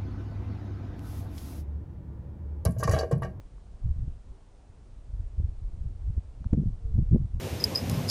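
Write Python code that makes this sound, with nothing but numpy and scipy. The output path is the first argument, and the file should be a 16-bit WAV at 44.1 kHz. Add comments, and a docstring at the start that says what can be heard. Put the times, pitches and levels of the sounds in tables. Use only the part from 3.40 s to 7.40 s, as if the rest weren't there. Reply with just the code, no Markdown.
"""On a golf green, a microphone lies on the grass a few metres from a putter tapping a ball.
Wind rumbles on the microphone, and its eddies buffet it in short gusts and thumps;
the hardest thump overloads it with a crack. Behind are a quiet outdoor hush,
one small dry tick near the player and three faint far hoots, probably a bird."""
import sys
import numpy as np
from scipy import signal
from scipy.fft import rfft, irfft
from scipy.io import wavfile
from scipy.ndimage import uniform_filter1d

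SR = 44100
rng = np.random.default_rng(int(sys.argv[2]) if len(sys.argv) > 2 else 0)


def generate_wav(signal):
    """Clip the signal to [-1, 1] and save it as 16-bit WAV at the path in sys.argv[1]."""
    frames = np.transpose(np.atleast_2d(signal))
    scaled = np.clip(frames, -1, 1) * 32767
    pcm = np.round(scaled).astype(np.int16)
    wavfile.write(sys.argv[1], SR, pcm)


N = 176400


def amp(db):
    """Decibels to gain."""
    return 10 ** (np.asarray(db) / 20)


def unit(x):
    """Scales to rms 1."""
    return x / np.sqrt(np.mean(x ** 2) + 1e-20)


def spectrum_db(points, hz):
    """Interpolates a spectrum on a log-frequency axis."""
    point_hz, db = np.transpose(points)
    return np.interp(np.log(hz + 1), np.log(point_hz + 1), db)


def add(mix, start_s, sound):
    """Mixes a sound in at a time."""
    part = mix[max(round(start_s * SR), 0):][:len(sound)]
    part += sound[:len(part)]


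def drift(length_s):
    """A smooth random curve that changes over length_s."""
    window = np.hanning(max(int(length_s * SR), 3))
    return unit(signal.fftconvolve(rng.standard_normal(N), window, "same"))


def turbulence(gain, steady_s):
    """Noise of a given spectrum, with its loudness held steady over steady_s."""
    size = 2 * (len(gain) - 1)
    noise = signal.hilbert(irfft(rfft(rng.standard_normal(size)) * gain))
    power = abs(noise) ** 2
    for _ in range(2):
        power = uniform_filter1d(power, max(int(steady_s * SR), 2), mode="wrap")
    return noise.real / np.sqrt(abs(power) / 2 + 1e-20)


def ring(modes, contact_s=0.0001):
    """Damped modes of alternating sign, set off by a brief contact."""
    t = np.arange(SR // 5) / SR
    attack = 1 - np.exp(-t / contact_s)
    return attack * sum((-1) ** k * amp(db - 60 * t / t60_s) * np.sin(2 * np.pi * hz * t)
                        for k, (hz, db, t60_s) in enumerate(modes))


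# Ambience far around the green: frequency_hz, relative_density_db
HUSH_SPECTRUM = [(20, -2), (100, 0), (200, -1), (400, -6), (700, -10), (1100, -16), (1800, -23),
                 (3500, -26.5), (6500, -29), (10000, -31)]

def hush(level_db=-60, patch_db=1.1, swell_db=-0.2):
    """Distant air and trees: drifting patches of noise that give way to even hiss in the treble."""
    frames, hz = N // 256 + 5, np.fft.rfftfreq(1024, 1 / SR)
    real, imag, patch_noise = rng.standard_normal((3, frames, len(hz)))
    slow_noise = uniform_filter1d(patch_noise, size=16, axis=0)
    patches = unit(uniform_filter1d(slow_noise, size=8, axis=1))
    swell = unit(uniform_filter1d(rng.standard_normal(frames), size=80))[:, None]
    movement_db = (patch_db * patches + swell_db * swell) / (1 + (hz / 2500) ** 2)
    spectra = (real + 1j * imag) * amp(spectrum_db(HUSH_SPECTRUM, hz) + movement_db)
    air = signal.istft(spectra.T, nperseg=1024, noverlap=768)[1][:N]
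    return amp(level_db) * unit(air)


# Strength of the wind at the microphone: time_s, relative_level_db
WIND_STRENGTH = [(0, -40), (.11, -50.5), (0.141, -39), (.19, -46.5), (0.389, -41), (.46, -26), (.56, -33.5),
                 (.6, -26.5), (.69, -33), (.74, -36), (.84, -45.5), (.91, -37), (.98, -52.5), (1.5, -47),
                 (1.72, -36.5), (1.832, -31.5), (1.92, -40.5), (2.02, -28.5), (2.17, -36.5), (2.26, -29.5),
                 (2.31, -31), (2.44, -28.5), (2.57, -38.5), (2.689, -24.5), (2.79, -41), (2.84, -36.5),
                 (2.92, -43), (3.05, -33.5), (3.26, -30), (3.42, -33.5), (3.57, -21.5), (3.68, -28.5),
                 (3.75, -31.5), (3.88, -37), (4, -24)]
# Its rumble on the microphone: frequency_hz, relative_density_db
RUMBLE_SPECTRUM = [(10, -9.5), (22, 3.5), (40, 5), (70, -1), (105, -6.5), (150, -21.5), (220, -30.5),
                   (320, -40), (500, -50), (1000, -66.5), (2000, -88.5)]

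def wind_rumble(trim_db=-2.5, flutter_db=2.5, flutter_s=0.029):
    """Low turbulence on the microphone that flutters and follows the strength of the wind."""
    wind_db = np.interp(np.arange(N) / SR, *np.transpose(WIND_STRENGTH))
    envelope = amp(wind_db + trim_db + flutter_db * drift(flutter_s))
    colour = amp(spectrum_db(RUMBLE_SPECTRUM, np.fft.rfftfreq(N, 1 / SR)))
    return envelope * turbulence(colour, steady_s=0.06)


# A tick near the player: start_s, level_db, pitch_hz, t60_s
TICKS = [(.182, -50, 1100, .007)]

def tick():
    """A small dry tick: one mode that dies within milliseconds."""
    out = np.zeros(N)
    for start_s, level_db, pitch_hz, t60_s in TICKS:
        add(out, start_s, ring([(pitch_hz, level_db, t60_s)]))
    return out


# Gusts right on the microphone: centre_s, half_length_s, level_db, eddy_hz
MIC_GUSTS = [(0.456, 0.012, -25.5, 115), (.505, 0.017, -24, 103), (0.611, 0.037, -33, 115),
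             (.682, 0.0058, -26, 90), (1.752, .03, -39.5, 100), (1.999, 0.015, -25.5, 75),
             (2.045, 0.015, -26.5, 70.4), (2.456, 0.013, -29, 89.5), (2.783, 0.01, -21, 67.6),
             (3.017, .008, -33, 133), (3.061, 0.0083, -25, 149), (3.144, .011, -22, 199),
             (3.188, 0.016, -20.5, 180), (3.221, 0.011, -28.5, 198), (3.28, 0.02, -24.5, 122.5),
             (3.557, 0.015, -26.5, 135), (3.591, 0.011, -20.5, 176), (3.623, 0.0087, -26, 158),
             (3.729, .014, -15, 156), (3.755, 0.014, -20, 244), (3.82, 0.036, -27, 124),
             (3.96, 0.025, -29.5, 103)]

def gusts(housing_hz=325, housing_width_hz=36, housing_db=3.5, abruptness=3.02, size=16384):
    """Bursts of turbulence excite the hollow microphone housing; faster eddies reach higher."""
    out = np.zeros(N)
    hz, t = np.fft.rfftfreq(size, 1 / SR), (np.arange(size) - size / 2) / SR
    housing = amp(housing_db / (1 + (2 * (hz - housing_hz) / housing_width_hz) ** 2))
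    for centre_s, half_length_s, level_db, eddy_hz in MIC_GUSTS:
        ratio = hz / eddy_hz
        low_cut = ratio ** 2 / (ratio ** 2 + 0.12 ** 2)
        high_cut = 1 / np.sqrt(1 + ratio ** 8.64)  # 26 dB per octave above eddy_hz
        envelope = amp(level_db) * np.exp(-0.5 * abs(t / half_length_s) ** abruptness)
        add(out, centre_s + t[0], envelope * turbulence(housing * low_cut * high_cut, steady_s=0.028))
    return out


# Single eddies that hit the microphone: centre_s, peak_db, eddy_hz
EDDIES = [(0.681, -31, 114), (2.001, -21, 74), (2.003, -37.5, 215), (2.781, -25, 75.5), (2.778, -38.5, 201),
          (3.132, -7.5, 106), (3.138, -20, 215), (3.177, -20.5, 146), (3.189, -18, 121),
          (3.236, -26.5, 153), (3.26, -18, 85), (3.582, -36.5, 260), (3.589, -23.5, 128),
          (3.747, -14.5, 149), (3.761, -18, 205)]

def eddy_thumps(size=8192):
    """Each eddy passes the microphone as one smooth dip of pressure."""
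    out, t = np.zeros(N), (np.arange(size) - size / 2) / SR
    for centre_s, peak_db, eddy_hz in EDDIES:
        dip = -((1 - 1j * np.pi * eddy_hz * t) ** -3).real  # its spectrum peaks at eddy_hz
        add(out, centre_s + t[0], amp(peak_db) * np.hanning(size) * dip)
    return out


# Hoots far from the green: start_s, length_s, level_db, pitch_hz
FAR_HOOTS = [(.9, 0.086, -60.5, 386), (3.39, 0.18, -56.5, 457.5), (3.62, 0.078, -60.5, 500)]

def hoots(sag_hz_per_s2=1400, waver_share=0.01):
    """Soft, nearly pure notes, probably a bird, that waver and sag in pitch."""
    out = np.zeros(N)
    for start_s, length_s, level_db, pitch_hz in FAR_HOOTS:
        t = np.arange(0, length_s, 1 / SR)
        waver = 1 + waver_share * drift(length_s=0.015)[:len(t)]
        hz = (pitch_hz - sag_hz_per_s2 * t ** 2) * waver
        envelope = amp(level_db) * np.sin(np.pi * t / length_s)
        add(out, start_s, envelope * np.sin(2 * np.pi * np.cumsum(hz) / SR))
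    return out


# The stroke, a few metres from the microphone: start_s, gain_db
PUTTS = [(3.043, -37.5)]
# Modes of the putter head and ball: pitch_hz, relative_level_db, t60_s
HEAD_AND_BALL_MODES = [(900, -7, 0.015), (1250, -1.5, 0.0048), (1600, -9, 0.0094), (2900, -23, .004),
                       (4200, -23, .01), (6080, -28, 0.016)]

def putt():
    """The putter taps the ball, and both ring briefly."""
    out = np.zeros(N)
    for start_s, gain_db in PUTTS:
        add(out, start_s, amp(gain_db) * ring(HEAD_AND_BALL_MODES))
    return out


# Overload in the microphone at the hardest thump: centre_s, peak_db
OVERLOADS = [(3.1337, -28)]
# Colour of the crack: frequency_hz, relative_level_db
CRACK_SPECTRUM = [(200, -11), (700, 7), (1200, -2.5), (2500, -11), (3400, -20), (4600, -24), (5500, -21),
                  (7400, -15), (8600, -24), (10000, -24.5)]

def overload_crack(size=2048):
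    """One sharp, dry pulse as the microphone reaches its limit."""
    out = np.zeros(N)
    colour = amp(spectrum_db(CRACK_SPECTRUM, np.fft.rfftfreq(size, 1 / SR)))
    pulse = np.fft.fftshift(irfft(colour))
    for centre_s, peak_db in OVERLOADS:
        add(out, centre_s - size / 2 / SR, -amp(peak_db) * pulse / pulse.max())
    return out


def scene():
    """Everything that reaches the one microphone on the grass."""
    mix = hush() + wind_rumble() + tick() + gusts() + eddy_thumps() + hoots() + putt() + overload_crack()
    return mix[None]


def record(dry):
    """The recorder cuts off the top of the treble."""
    edge_hz = 10050
    lowpass = signal.firwin(801, edge_hz, window=("kaiser", 8), fs=SR)
    return signal.oaconvolve(dry, lowpass[None], "same")


dry = scene()
out = record(dry)
generate_wav(out)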